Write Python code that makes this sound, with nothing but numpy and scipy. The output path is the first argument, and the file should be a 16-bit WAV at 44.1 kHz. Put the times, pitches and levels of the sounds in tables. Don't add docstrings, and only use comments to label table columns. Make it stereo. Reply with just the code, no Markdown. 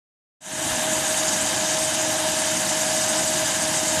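import sys
import numpy as np
from scipy import signal
from scipy.fft import rfft, irfft
from scipy.io import wavfile

SR = 44100
rng = np.random.default_rng(int(sys.argv[2]) if len(sys.argv) > 2 else 0)


def bounce(signal):
    frames = np.transpose(np.atleast_2d(signal))
    limited = np.clip(frames, -1, 1)
    pcm = np.round(limited * 32767).astype(np.int16)
    wavfile.write(sys.argv[1], SR, pcm)


N = 176400
TIME = np.arange(N) / SR
BLADES_PER_S, BLADE_JITTER_S, BLADE_UNEVEN_DB = 15.5, 0.0073, 5
SPRAY_DB, CHURN_DB, PLUNGE_DB = -25, -28, -36


# (frequency [Hz], level [dB])
SPRAY_TONE = [(3300, -68.5), (4300, -8.5), (4750, -3), (5400, -5.5), (6000, -1), (6650, 2), (7400, -0.5),
              (8500, -2), (9700, -6), (11500, -12.5), (13000, -16)]
# (frequency [Hz], level [dB])
HISS_WIDTH_TONE = [(3600, -50), (4200, -19.5), (4750, -6.5), (5400, -7), (6300, 1), (7200, 0.5),
                   (8700, -1.5), (9700, -6.5), (11500, -10), (12700, -22)]
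# (time [s], level [dB])
LOW_HISS_SWELL = [(.5, -3), (.85, -4), (1.3, 1.5), (2.0, 0.5), (3.2, 1.5), (4, 1)]
# (time [s], level [dB])
SPRAY_SWELL = [(.7, -0.1), (1.0, 0.3), (1.35, 0), (1.6, -0.5), (1.8, 0), (2.1, -0.5), (2.45, 0.2), (2.8, 0),
               (3.3, 0.6), (3.6, -0.1), (4, 0)]

def spray():
    mid, side = bubbles_or_drops(low_hz=3625, high_hz=14070, pitches=18, per_s=22000, cycles=26,
                                 size_db=2.0, clump_db=2.65, wash_db=1.5, channels=2)
    drops = np.array([shape_tone(mid, SPRAY_TONE), shape_tone(side, HISS_WIDTH_TONE)])
    low_hiss = signal.sosfiltfilt(signal.butter(6, 5700, fs=SR, output="sos"), drops)
    drops += (from_db(swing_db(LOW_HISS_SWELL)) - 1) * low_hiss
    level_db = SPRAY_DB + swing_db(SPRAY_SWELL) + 0.23 * blade_beat(rise_s=.009)
    mid, side = from_db(level_db) * drops + water_sheets()
    return mid + from_db(-3) * side * [[1], [-1]]


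# (time [s], level before the lift [dB], pitch [Hz])
SHEET_LANDINGS = [(0.949, -31, 7125), (1.095, -37, 7800), (1.286, -28.0, 6760), (1.333, -29, 7900),
                  (1.419, -29.0, 7800), (1.712, -33, 7830), (2.606, -35, 7400), (2.703, -32, 7150),
                  (2.813, -29.5, 6640), (3.018, -31, 8074), (3.098, -29.5, 8160), (3.189, -28.5, 7790),
                  (3.234, -33, 6700), (3.288, -32, 7100), (3.387, -30, 6595), (3.481, -34, 6900),
                  (3.752, -31, 7880), (3.889, -29.5, 7340), (3.93, -35, 7494)]

def water_sheets(half_length_s=.012, lift_db=2.5):
    out = np.zeros((2, N))
    for s, db, hz in SHEET_LANDINGS:
        near = np.abs(TIME - s) < .06
        band = signal.butter(2, [hz * 0.94, hz * 1.114], "band", fs=SR, output="sos")
        fizz = signal.sosfilt(band, rng.standard_normal((2, 8000)))[:, :near.sum()]
        swell = np.exp(-.5 * ((TIME[near] - s) / half_length_s) ** 2)
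        out[:, near] += from_db(db + lift_db) * rms_one(fizz) * swell
    return out


# (frequency [Hz], level [dB])
FOAM_TONE = [(400, -15), (480, -11), (580, -3.5), (680, -1), (800, 0), (980, -2.5), (1150, -8.5),
             (1350, -9), (1600, -2), (1750, -1.5), (1880, -8.5), (2080, -8), (2400, -9), (3050, -4.5),
             (3400, -8.5), (3730, -4), (4200, -11), (5500, -35)]
# (time [s], level before scaling down [dB])
FOAM_SURGES = [(0.75, -29), (0.81, -30), (0.84, -23), (0.86, -29.5), (1.77, -27.5), (1.83, -32.5),
               (1.97, -27.5), (3.08, -28.5), (3.16, -24), (3.29, -32), (3.34, -27.5), (3.84, -29.5),
               (3.95, -27.5)]

def churn():
    bubbles, = bubbles_or_drops(low_hz=417, high_hz=5230, pitches=30, per_s=6000, cycles=15.5,
                                size_db=2.5, clump_db=1.3, wash_db=0.5)
    surge = from_db(0.16 * blade_beat(rise_s=0.0047) + 0.36 * swing_db(FOAM_SURGES))
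    return from_db(CHURN_DB) * shape_tone(bubbles * surge, FOAM_TONE)


# (multiple of its pitch, level [dB], share that flutters [0-1])
GEAR_TONES = [(1, -41, 0.36), (2, -31, 0.07), (3, -49, 0), (4, -50.5, 0.12)]
# (distance [shaft rates], level [dB])
WOBBLE_TONES = [(-1, -48), (1, -52.5), (-2, -55)]
# (time [s], level [dB])
WHINE_SWELL = [(.6, -3.5), (.75, -2), (.95, 1.5), (1.27, 0), (1.43, -4.5), (1.58, -0.5), (2.2, 2),
               (2.5, -1), (2.8, 1.5), (3.15, 1.5), (3.43, 1.5), (3.52, -5.5), (3.7, 1.5), (3.97, 2)]
# (pitch [Hz], width [Hz], level [dB])
HOUSING_RINGS = [(517.4, 11, -49), (1630, 75, -50.5), (2020, 62, -44.5), (3055, 140, -44.5)]

def motor(whine_hz=314.25, wander_hz=.12, flutter_per_s=17.2, shaft_per_s=7.8):
    phase = 2 * np.pi * np.cumsum(whine_hz + wander_hz * drift(1)) / SR
    whine = np.zeros(N)
    for multiple, db, share in GEAR_TONES:
        flutter = (drift(flutter_per_s) + 1j * drift(flutter_per_s)) / np.sqrt(2)
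        strength = np.sqrt(1 - share) + np.sqrt(share) * flutter
        whine += from_db(db) * np.sqrt(2) * np.real(strength * np.exp(1j * multiple * phase))
    for distance, db in WOBBLE_TONES:
        wobble = 2 * np.pi * (distance * shaft_per_s * TIME + rng.random())
        whine += from_db(db) * np.sqrt(2) * np.cos(2 * phase + wobble)
    out = whine * from_db(swing_db(WHINE_SWELL))
    for hz, width_hz, db in HOUSING_RINGS:
        decay = np.exp(-np.pi * width_hz / SR)
        out += from_db(db) * rms_one(ring(rng.standard_normal(N), hz, decay))
    return out


# (frequency [Hz], level [dB])
RUMBLE_TONE = [(20, -22), (40, -19), (65, -10), (100, -4), (190, 1), (300, 0), (360, -2), (420, -15),
               (520, -32)]

def plunge():
    pockets, = bubbles_or_drops(low_hz=44, high_hz=476, pitches=14, per_s=260, cycles=8.7,
                                size_db=0, clump_db=1.5, wash_db=0.5)
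    beat = from_db(blade_beat(rise_s=.012))
    return from_db(PLUNGE_DB) * shape_tone(pockets * beat, RUMBLE_TONE)


# (time [s], level [dB], pitch [Hz])
AIR_POCKETS = [(.728, -35, 90), (3.99, -30, 140)]

def gulps(half_length_s=0.016):
    out = np.zeros(N)
    for s, db, hz in AIR_POCKETS:
        band = signal.butter(2, [hz * 0.7, hz * 1.7], "band", fs=SR, output="sos")
        rumble = rms_one(signal.sosfilt(band, rng.standard_normal(N)))
        out += from_db(db) * rumble * np.exp(-.5 * ((TIME - s) / half_length_s) ** 2)
    return out


def bubbles_or_drops(low_hz, high_hz, pitches, per_s, cycles, size_db, clump_db, wash_db, channels=1):
    out = np.zeros((channels, N))
    for hz in np.geomspace(low_hz, high_hz, pitches):
        born = rng.random((channels, N)) < per_s / pitches / SR
        sizes = from_db(size_db * np.minimum(rng.exponential(1, (channels, N)), 4))
        noise = rng.standard_normal((channels, N))
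        kicks = rms_one(born * sizes * np.sign(noise)) + from_db(wash_db) * noise
        decay = from_db(-60 * hz / (cycles * SR))
        clumps = from_db(clump_db * drift(22))
        out += np.sqrt(hz) * rms_one(ring(kicks, hz, decay) * clumps)
    return out


def blade_beat(rise_s):
    timing, strength = rng.standard_normal((90, 2)).T
    at_s = np.arange(len(timing)) / BLADES_PER_S + BLADE_JITTER_S * timing
    heard = (at_s > 0) & (at_s < N / SR)
    hits = np.zeros(N)
    hits[(at_s[heard] * SR).astype(int)] = from_db(BLADE_UNEVEN_DB * strength[heard])
    decay = np.exp(-1 / (rise_s * SR))
    swell = signal.lfilter([1], [1, -2 * decay, decay ** 2], hits)
    return np.clip(rms_one(swell - swell.mean()), -2, 2)


def ring(kicks, hz, decay):
    return signal.lfilter([1, 0, -1], [1, -2 * decay * np.cos(2 * np.pi * hz / SR), decay ** 2], kicks)


def shape_tone(x, tone):
    hz, db = np.transpose(tone)
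    f = np.maximum(np.arange(N // 2 + 1) * SR / N, 1)
    gain = from_db(np.interp(np.log(f), np.log(hz), db))
    edges = np.minimum(f / hz[0], 1) ** 2 * np.minimum(hz[-1] / f, 1) ** 2
    return rms_one(irfft(rfft(x) * gain * edges, N))


def drift(per_s):
    decay = np.exp(-2 * np.pi * per_s * 40 / SR)
    slow = signal.lfilter([1], [1, -2 * decay, decay ** 2], rng.standard_normal(N // 40 + 2002))[2000:]
    return np.interp(np.arange(N) / 40, np.arange(len(slow)), rms_one(slow))


def swing_db(rows):
    s, db = np.transpose(rows)
    curve = np.interp(TIME, s, db)
    return curve - curve[TIME > s[0]].mean()


def from_db(db):
    return 10 ** (np.asarray(db) / 20)


def rms_one(x):
    return x / np.sqrt(np.mean(x ** 2) + 1e-20)


def scene():
    return plunge() + gulps() + churn() + motor() + spray()


# (time [s], gain [0-1])
FADE_IN = [(.405, 0), (.409, 0.028), (.52, 0.41), (.62, 0.75), (.71, 0.94)]

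def record(dry, cutoff_hz=13050):
    fade = np.interp(TIME, *np.transpose(FADE_IN), left=0)
    return signal.sosfilt(signal.ellip(14, .1, 90, cutoff_hz, fs=SR, output="sos"), dry * fade)


dry = scene()
out = record(dry)
bounce(out)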